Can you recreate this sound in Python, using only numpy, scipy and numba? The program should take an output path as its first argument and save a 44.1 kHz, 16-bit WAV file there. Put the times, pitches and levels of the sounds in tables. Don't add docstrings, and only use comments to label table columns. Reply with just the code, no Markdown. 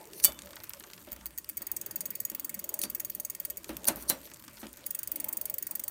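import sys
import numpy as np
from scipy import signal
from scipy.fft import rfft, irfft
from scipy.io import wavfile
from scipy.ndimage import uniform_filter1d
from numba import njit

SR = 44100
rng = np.random.default_rng(int(sys.argv[2]) if len(sys.argv) > 2 else 0)


def convert_level_to_amplitude(level_db):
    exponent = np.asarray(level_db, float) / 20
    return 10 ** exponent


def pcm_store(signal):
    levels = np.round(np.clip(np.atleast_2d(signal), -1, 1) * 32767)
    wavfile.write(sys.argv[1], SR, levels.astype(np.int16).T)


N = 260570

# ratchet teeth passed, time in seconds.
COASTS = [
    [(0, 1.1192), (1, 1.2578), (2, 1.3774), (3, 1.49), (4, 1.5708), (12, 1.9583), (20, 2.348), (25, 2.5918),
     (29, 2.7906), (30, 2.8325), (31, 2.899), (33, 2.9982), (43, 3.5003), (44, 3.5714)],
    [(45, 4.8627), (46, 4.9063), (49, 5.0316), (56, 5.3273), (61, 5.5406), (69, 5.8798)],
]
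# frequency in Hz,
# change in dB.
SPELL_COLOUR = [
    [(4570, -0.5), (6690, 4), (12635, 2)],
    [(4570, -2), (6690, -0.5), (9190, 6), (12635, 5.5), (14500, -2.5), (15300, 5)],
]
# level in dB, swing in dB, swings per half turn, loudest tooth.
FACING = [(-22.5, 1.5, 1, 2), (-3.5, 2.5, 2, 2.76), (-0.36, 1, 2, 2.7)]


def freewheel():
    teeth_per_half_turn, latest_tooth = 10, 3.5
    pawl_db, faster_db_per_octave, tooth_scatter_db = -25.5, 1.5, 0.92
    lag_share, lag_swing, lag_scatter = 0.055, 0.02, 0.012
    swing_share, second_pawl_db, second_scatter_db = (1.4, 0.15), (-0.5, 1.5), 1
    bounce_s, bounce_db = 0.0045, -13
    out = 0
    for coast, depth, second_db, colour in zip(COASTS, swing_share, second_pawl_db, SPELL_COLOUR):
        tooth, first_s = steps(coast)
        gap_s = np.minimum(np.gradient(first_s), 0.14)
        chance = rng.standard_normal((len(tooth), 5)).T

        def swing(times, top):
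            return np.cos(2 * np.pi * times * (tooth - top) / teeth_per_half_turn)

        lag = lag_share + lag_swing * swing(0.97, latest_tooth) + lag_scatter * chance[0]
        lag_s = np.clip(gap_s * lag, 0.001, 0.012)
        split_db = second_db + second_scatter_db * chance[1]
        first_db = pawl_db + 3 - faster_db_per_octave * np.log2(gap_s / 0.046)
        first_db = first_db - 10 * np.log10(1 + convert_level_to_amplitude(split_db) ** 2)
        pawls_db = np.r_[first_db, first_db + split_db]
        ranges_db = []
        for (base_db, swing_db, times, top), scatter in zip(FACING, chance[2:]):
            share = depth if times > 1.5 else 1
            facing_db = base_db + swing_db * share * swing(round(times), top)
            ranges_db.append(pawls_db + np.tile(facing_db + tooth_scatter_db * scatter, 2))
        low_db, mid_db, top_db = ranges_db
        s = np.r_[first_s, first_s + lag_s]

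        bounce = rng.standard_normal((len(s), 4)).T
        rebound_db = np.array([low_db + 3, mid_db - 13.5, top_db - 26]) + bounce_db + 2.3 * bounce[1:]
        out = out + strike(s + bounce_s * convert_level_to_amplitude(6.8 * bounce[0]), *rebound_db, crack_t60=0.017)
        out = out + strike(s, low_db - 22.5, mid_db - 20.5, top_db - 26, crack_t60=0.021)
        out = out + strike(s, low_db - 10, mid_db - 10, top_db - 7, crack_t60=0.0025)
        out = out + stack(s, low_db - 4.5, mid_db - 9, top_db - 6,
                          scatter_db=3.5, linger_db=-22, colour=colour)
    return out


STACK_HZ = (1870, 2200, 2600, 3210, 4570, 4830, 5680, 6150, 6690, 7950, 8200, 8900, 9190, 9600, 10050)
STACK_TOP_HZ = (11550, 12200, 12635, 13100, 14230, 14400, 14620, 14850, 15160, 15400, 15550)
# level in dB, t60 in seconds.
STACK = [(-7, 0.088), (-2.5, 0.034), (-11.5, 0.066), (-12, 0.045), (-3, 0.057), (4.5, 0.016),
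         (-31.5, 0.078), (-9.5, 0.014), (-5.5, 0.024), (-9, 0.033), (-8.5, 0.03), (-9.5, 0.021),
         (-1, 0.012), (-5, 0.025), (-16.5, 0.087), (-10.5, 0.024), (-22, 0.022), (-8, 0.023), (-17, 0.039),
         (-12, 0.021), (-4.5, 0.027), (2.5, 0.019), (2, 0.018), (-12, 0.023), (-4.5, 0.028), (-25, 0.022)]


def stack(s, low_db, mid_db, top_db, scatter_db, linger_db, colour=((0, 0),)):
    hz = np.r_[STACK_HZ, STACK_TOP_HZ]
    db, t60 = np.transpose(STACK)
    db = db + np.transpose([low_db, mid_db, top_db])[:, np.searchsorted((5300, 10800), hz)]
    db = db + sum(change_db * (abs(hz - f) < 350) for f, change_db in colour)
    db = db + scatter_db * rng.standard_normal(db.shape)
    return ring(s, hz, db, t60, detune=0.0051) + ring(s, hz, db + linger_db, 2.47 * t60, detune=0.0037)


# start in seconds, low, middle and treble level in dB.
HARD_LINKS = [(0.1334, -42.5, -40, -44), (0.2, -39, -42, -37), (0.321, -45, -35, -47),
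              (0.3898, -40.5, -33, -47), (0.42, -47, -37, -50), (0.4587, -51, -46, -41),
              (0.5577, -70, -40, -38), (0.636, -58, -45, -37), (0.641, -59, -43, -37),
              (0.6942, -47, -41, -27.5), (0.735, -40, -36, -40), (0.7982, -67, -39, -38),
              (0.9341, -43, -43.5, -42), (1.4448, -45.5, -51, -42), (2.317, -57, -37, -42),
              (2.816, -40, -25, -24), (2.8369, -30.5, -23.5, -24), (3.6438, -38, -35, -39),
              (3.6924, -44, -39, -33), (3.768, -42, -31.5, -30.5), (3.8437, -42.5, -32, -38),
              (3.8535, -43, -44, -26), (3.9587, -53, -37, -30.5), (4.0244, -61, -35, -39),
              (4.3375, -59, -39, -46), (4.3429, -52.5, -37, -44), (4.449, -60, -48, -43),
              (4.668, -44, -36, -53), (4.7297, -64, -41, -39), (4.7709, -60, -44, -41)]


def hard_links():
    s, low_db, mid_db, top_db = np.transpose(HARD_LINKS)
    crack = strike(s, low_db + 3.5, mid_db - 4.5, top_db + 0.5, crack_t60=0.012)
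    return crack + stack(s, low_db - 17, mid_db - 10, top_db - 12, scatter_db=3, linger_db=-20)


# chain links passed, time in seconds.
PEDALLING = [
    [(0, .4348), (15, .938), (16, .976), (17, 1.0194), (21, 1.21), (23, 1.3072)],
    [(0, 4.1866), (14, 4.7785)],
]


def rollers():
    low_mid_top_db, scatter_db, jitter_s = (-51.5, -57.5, -55), 5, 0.0025
    s = np.concatenate([steps(spell)[1] for spell in PEDALLING])
    chance = rng.standard_normal((len(s), 4)).T
    s = s + jitter_s * chance[0]
    db = np.array(low_mid_top_db)[:, None] + scatter_db * chance[1:]
    return strike(s, *db, crack_t60=0.021) + burst(s, db[0] - 6, 0.061, 840, 2000)


def loose_links():
    low_mid_top_db, tail_db, idle_db = (-68.5, -67, -62), 4.0, -12
    chance = rng.random((2200, 5)).T
    s = chance[0] * (N - 1) / SR
    size_db = -tail_db * np.log(1 - chance[1]) + idle_db * (1 - chain_runs(s))
    db = np.array(low_mid_top_db)[:, None] + np.minimum(size_db, 16) + 14 * (chance[2:] - 0.5)
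    return strike(s, *db, crack_t60=0.0051)


# start in seconds, frequency in Hz, level in dB, t60 in seconds.
SINGS = [(2.838, 4600, -44, 0.15), (4.592, 12000, -50, 0.086), (.134, 13150, -56, 0.32),
         (.176, 13150, -44, .12)]


def tooth_tips():
    return sum(ring([s], [hz], np.array([[db]]), t60, detune=0.001) for s, hz, db, t60 in SINGS)


# start in seconds, treble level in dB,
# middle and low in dB re treble, ring in dB re treble.
SNAPS = [
    [(.2402, -16, 3, -3, -7), (.2463, -6.5, -5, -29, 2), (.2480, -18.5, 7, -32, 2),
     (.2505, -11, -2, -37, 3.5)],
    [(3.8835, -12, -5.5, -26, -1.5), (3.8853, -15, -1, -11.5, -11)],
    [(4.0945, -20, -7, -9, -17), (4.0990, -8.5, -7.5, -22, -17), (4.1053, -19, -19, -9, 0.5)],
]
SPROCKET_HZ = [(2300, 2993, 3526, 4581, 5609, 8070, 9990, 13140, 13930, 14560, 15140),
               (2422, 4097, 7973, 9400, 10630, 13080, 14080), (4043, 5690, 7445, 8086, 10130, 12680, 15160)]
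# level in dB, t60 in seconds.
SPROCKETS = [
    [(-28, 0.15), (-30, 0.24), (-33.5, 0.34), (-18.5, 0.092), (-27.5, 0.076), (-0.5, 0.029), (-2.5, 0.025),
     (-28, 0.26), (-1, 0.031), (-6, 0.05), (-7, 0.06)],
    [(-18, 0.058), (-27, 0.18), (-18, .05), (4, 0.021), (-21, 0.045), (-12, 0.042), (-5, 0.04)],
    [(-5, 0.085), (-13.5, 0.12), (-19, 0.055), (-18.5, 0.24), (0, 0.033), (-14, .08), (-10, 0.082)],
]


def changes():
    out, rattle = 0, walk(120)
    for blows, hz, modes in zip(SNAPS, SPROCKET_HZ, SPROCKETS):
        s, db, mid_db, low_db, ring_db = np.transpose(blows)
        mode_db, t60 = np.transpose(modes)
        out = out + strike(s, db + low_db, db + mid_db, db, crack_t60=0.005)
        out = out + strike(s, db + low_db - 17, db + mid_db - 28.5, db - 29, crack_t60=0.12)
        for k in range(len(hz)):
            tone = ring(s, hz[k:k + 1], (db + ring_db)[:, None] + mode_db[k] - 6, t60[k], detune=0.002)
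            out = out + tone * convert_level_to_amplitude(2.5 * np.roll(rattle, 997 * k))
    return out


# start and end in seconds, start and end level in dB,
# middle range in dB re treble.
SCRAPES = [(0.112, 0.208, -60, -44.5, 0), (0.218, 0.24, -49, -33, 4), (2.809, 2.855, -39, -42.5, 4),
           (3.672, 3.708, -52, -50, 0), (3.845, 3.853, -28, -46, -7), (3.867, 3.893, -17, -33, 0),
           (3.958, 3.969, -49, -40, -9), (3.96, 4.036, -52, -44, -5), (4.072, 4.101, -56, -28, 6),
           (4.227, 4.266, -51, -48, -6.5), (4.591, 4.65, -41.5, -62, -4)]
# centre in Hz, width in Hz, level in dB.
RUB = [(4420, 650, -6.5), (6000, 960, -4), (9560, 1300, 1.5), (11700, 620, -3), (12270, 340, -4),
       (14400, 1200, 1)]


def scrapes():
    t = np.arange(N) / SR
    top, mid = np.zeros(N), np.zeros(N)
    for start, end, start_db, end_db, mid_db in SCRAPES:
        gain = convert_level_to_amplitude(np.interp(t, [start, end], [start_db, end_db]))
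        gain = gain * np.clip((t - start) / 0.013, 0, 1) * np.exp(-np.maximum(t - end, 0) / 0.0026)
        top += gain
        mid += gain * convert_level_to_amplitude(mid_db)
    out = 0
    for hz, width_hz, db in RUB:
        slips = convert_level_to_amplitude(1.6 * walk(250) + db - 7) * rng.standard_normal(N)
        out = out + band(slips * (mid if hz < 10800 else top), hz - width_hz / 2, hz + width_hz / 2)
    return out


# frequency in Hz, t60 in seconds, level in dB.
FRAME = [(59, 0.7, 0.5), (211, 0.12, -2.5), (269.3, 0.37, -9), (328, 0.15, -3.5), (583, 0.061, 3),
         (878, 0.14, -16)]
# start in seconds, level in dB of stand, long tubes, short tubes, loose clatter.
THUMPS = [(0.249, -56, -65, -47.5, -44), (.28, -56, -49, -40.5, -48), (1.075, -60, -48.5, -48.5, -57),
          (1.119, -51, -60, -51.5, -57), (1.167, -57, -57.5, -62, -65), (1.609, -70, -51, -55, -56),
          (2.317, -72, -47, -49, -59), (2.835, -61, -45, -47.5, -48), (3.693, -52.5, -36, -39.5, -43.5),
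          (3.876, -60, -59, -61, -40), (3.884, -52, -35.5, -32, -41), (3.965, -64, -49, -49, -60),
          (4.029, -68, -54, -54, -62), (4.1, -59, -39.5, -38.5, -37), (4.63, -59, -41, -45, -47)]


def frame():
    hz, t60, mode_db = np.transpose(FRAME)
    thumps = np.array(THUMPS)
    s, db = thumps[:, 0], thumps[:, 1:]
    delay = rng.random((len(s), 4))
    modes_db = db[:, np.searchsorted((110, 450), hz)] + mode_db
    out = 0
    for k in range(4):
        out = out + ring(s + 0.027 * k * delay[:, k] / 2, hz, modes_db - 2.3 * k, t60, detune=0.036)
    return out + burst(s, db[:, -1], 0.22, 98, 1660) + burst(s, db[:, -1] - 2.5, 0.12, 940, 3600)


# frequency in Hz, level in dB per Hz.
AIR = [(15, -37), (25, -7), (149, -3), (195, -2), (263, -4), (326, 0), (463, -8), (591, -2), (754, -15),
       (1020, -9), (3720, -16), (9320, -10), (10750, -18), (12900, -8), (16000, -13)]
HUM_SHARE = (0.51, 0.26, 0.067, 0.17, 0.47, 0.88)


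def background():
    split_hz, spoke_hz = (110, 1000, 4500), 4580
    groups = np.zeros((4, N))
    hz = np.fft.rfftfreq(N, 1 / SR) + 1
    air_hz, air_db = np.transpose(AIR)
    noise = rfft(rng.standard_normal(N)) * convert_level_to_amplitude(np.interp(np.log(hz), np.log(air_hz), air_db))
    hum = 1 + 2.1 / (1 + ((hz - spoke_hz) / 30) ** 2)
    for (mode_hz, *_), share in zip(FRAME, HUM_SHARE):
        hum = hum + share / (1 + ((hz - mode_hz) / 24) ** 2)
    noise = noise * hum
    for centre_hz in 25 * 2 ** np.arange(0, 10, 1 / 2):
        share = np.cos(np.pi / 2 * np.clip(2 * np.log2(hz / centre_hz), -1, 1)) ** 2
        flicker_db = 2.56 * walk(10) * (centre_hz < split_hz[1]) + 2.96 * walk(32)
        groups[3 - np.searchsorted(split_hz, centre_hz)] += irfft(noise * share, N) * convert_level_to_amplitude(flicker_db)
    return sum(g / np.std(g) * convert_level_to_amplitude(db) for g, db in zip(groups, layers_db(np.arange(N) / SR)))


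# time in seconds, level in dB.
SHAKE = [(0.0, -57), (0.9, -59.5), (1.46, -62), (1.81, -55), (2.27, -59.5), (2.78, -55.5), (3.24, -60.5),
         (3.71, -57), (3.93, -50), (4.35, -60), (4.65, -60.5), (5.23, -53.5), (5.67, -59), (5.9, -59)]
# level in dB at mean shake, share of its swings, extra dB while the chain runs.
LAYERS = [
    (-60, 0.24, -0.5),
    (-62.5, 0.7, -.5),
    (-57, 1.08, -0.1),
    (-66.5, 0.064, 0.3),
]


def layers_db(s):
    at, shake_db = np.transpose(SHAKE)
    swing_db = np.interp(s, at, shake_db) - shake_db.mean()
    return [db + share * swing_db + extra_db * chain_runs(s) for db, share, extra_db in LAYERS]


def chain_runs(s):
    edges = [(0, COASTS[0][0][1]), (COASTS[0][-1][1], COASTS[1][0][1])]
    return sum(np.clip(np.minimum(s - a, b - s) / 0.048 + 1, 0, 1) for a, b in edges)


def steps(table):
    count, s = np.transpose(table)
    k = np.arange(count[0], count[-1] + 1)
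    return k, np.interp(k, count, s)


def strike(s, low_db, mid_db, top_db, crack_t60):
    low = burst(s, low_db, crack_t60, 2000, 6000)
    mid = burst(s, mid_db, crack_t60, 6170, 9430)
    return low + mid + burst(s, top_db, crack_t60, 11200, 15100)


def burst(s, db, t60, lo_hz, hi_hz):
    fade = np.exp(-np.log(1000) / (t60 * SR))
    envelope = signal.lfilter([1], [1, -fade], train(s, convert_level_to_amplitude(db)))
    return band(envelope * rng.standard_normal(N), lo_hz, hi_hz)


def train(s, size):
    x = np.zeros(N)
    np.add.at(x, (np.asarray(s) * SR).astype(int), size)
    return x


def band(x, lo_hz, hi_hz):
    sos = signal.butter(2, [lo_hz, hi_hz], "band", fs=SR, output="sos")
    return signal.sosfilt(sos, x) / np.sqrt(2 * (hi_hz - lo_hz) / SR)


def walk(rate_hz):
    k = int(SR / rate_hz)
    held = np.repeat(rng.standard_normal(N // k + 1), k)
    return 1.34 * uniform_filter1d(uniform_filter1d(held, k), k)[:N]


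def ring(s, hz, db, t60, detune):
    chance = rng.standard_normal((len(s), 2, len(hz)))
    loose_hz = np.array(hz) * (1 + detune * chance[:, 0])
    pole = np.exp(2j * np.pi * loose_hz / SR - np.log(1000) / (t60 * SR))
    start = (np.asarray(s) * SR).astype(np.int64)
    return ring_all(start, convert_level_to_amplitude(db) * np.exp(3j * chance[:, 1]), pole, N)


@njit
def ring_all(start, size, pole, n):
    out = np.zeros(n)
    for e in range(len(start)):
        for k in range(pole.shape[1]):
            z = size[e, k]
            for i in range(start[e], min(n, start[e] + int(-8 / np.log(abs(pole[e, k]))))):
                out[i] += z.imag
                z *= pole[e, k]
    return out


def room(x, t60, wet_db):
    t = np.arange(int(0.4 * SR)) / SR
    tail = rng.standard_normal(len(t)) * np.exp(-np.log(1000) * t / t60) * np.minimum(t / 0.013, 1)
    return x + convert_level_to_amplitude(wet_db) * signal.fftconvolve(x, tail / np.linalg.norm(tail))[:N]


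def scene():
    chain = hard_links() + rollers() + loose_links() + tooth_tips()
    bike = freewheel() + chain + changes() + scrapes() + frame()
    return (room(bike, t60=0.12, wet_db=-19) + background())[None]


def top_cut(x):
    return signal.sosfilt(signal.butter(12, 16800, fs=SR, output="sos"), x)


def record(dry):
    x = signal.sosfilt(signal.butter(2, 16100, fs=SR, output="sos"), dry)
    x = signal.sosfilt(signal.butter(2, 46, "high", fs=SR, output="sos"), x)
    wide = signal.sosfiltfilt(signal.ellip(10, 0.1, 60, 16750, fs=SR, output="sos"), x)
    narrow = signal.sosfiltfilt(signal.ellip(10, 0.1, 60, 15900, fs=SR, output="sos"), x)
    highest = wide - narrow
    power = highest ** 2
    sharp = uniform_filter1d(power, 256) > 3 * uniform_filter1d(power, 2048)
    mix = narrow + uniform_filter1d(1.0 * sharp, 128) * highest
    return top_cut(np.clip(mix, -1, 1))


dry = scene()
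out = record(dry)
pcm_store(out)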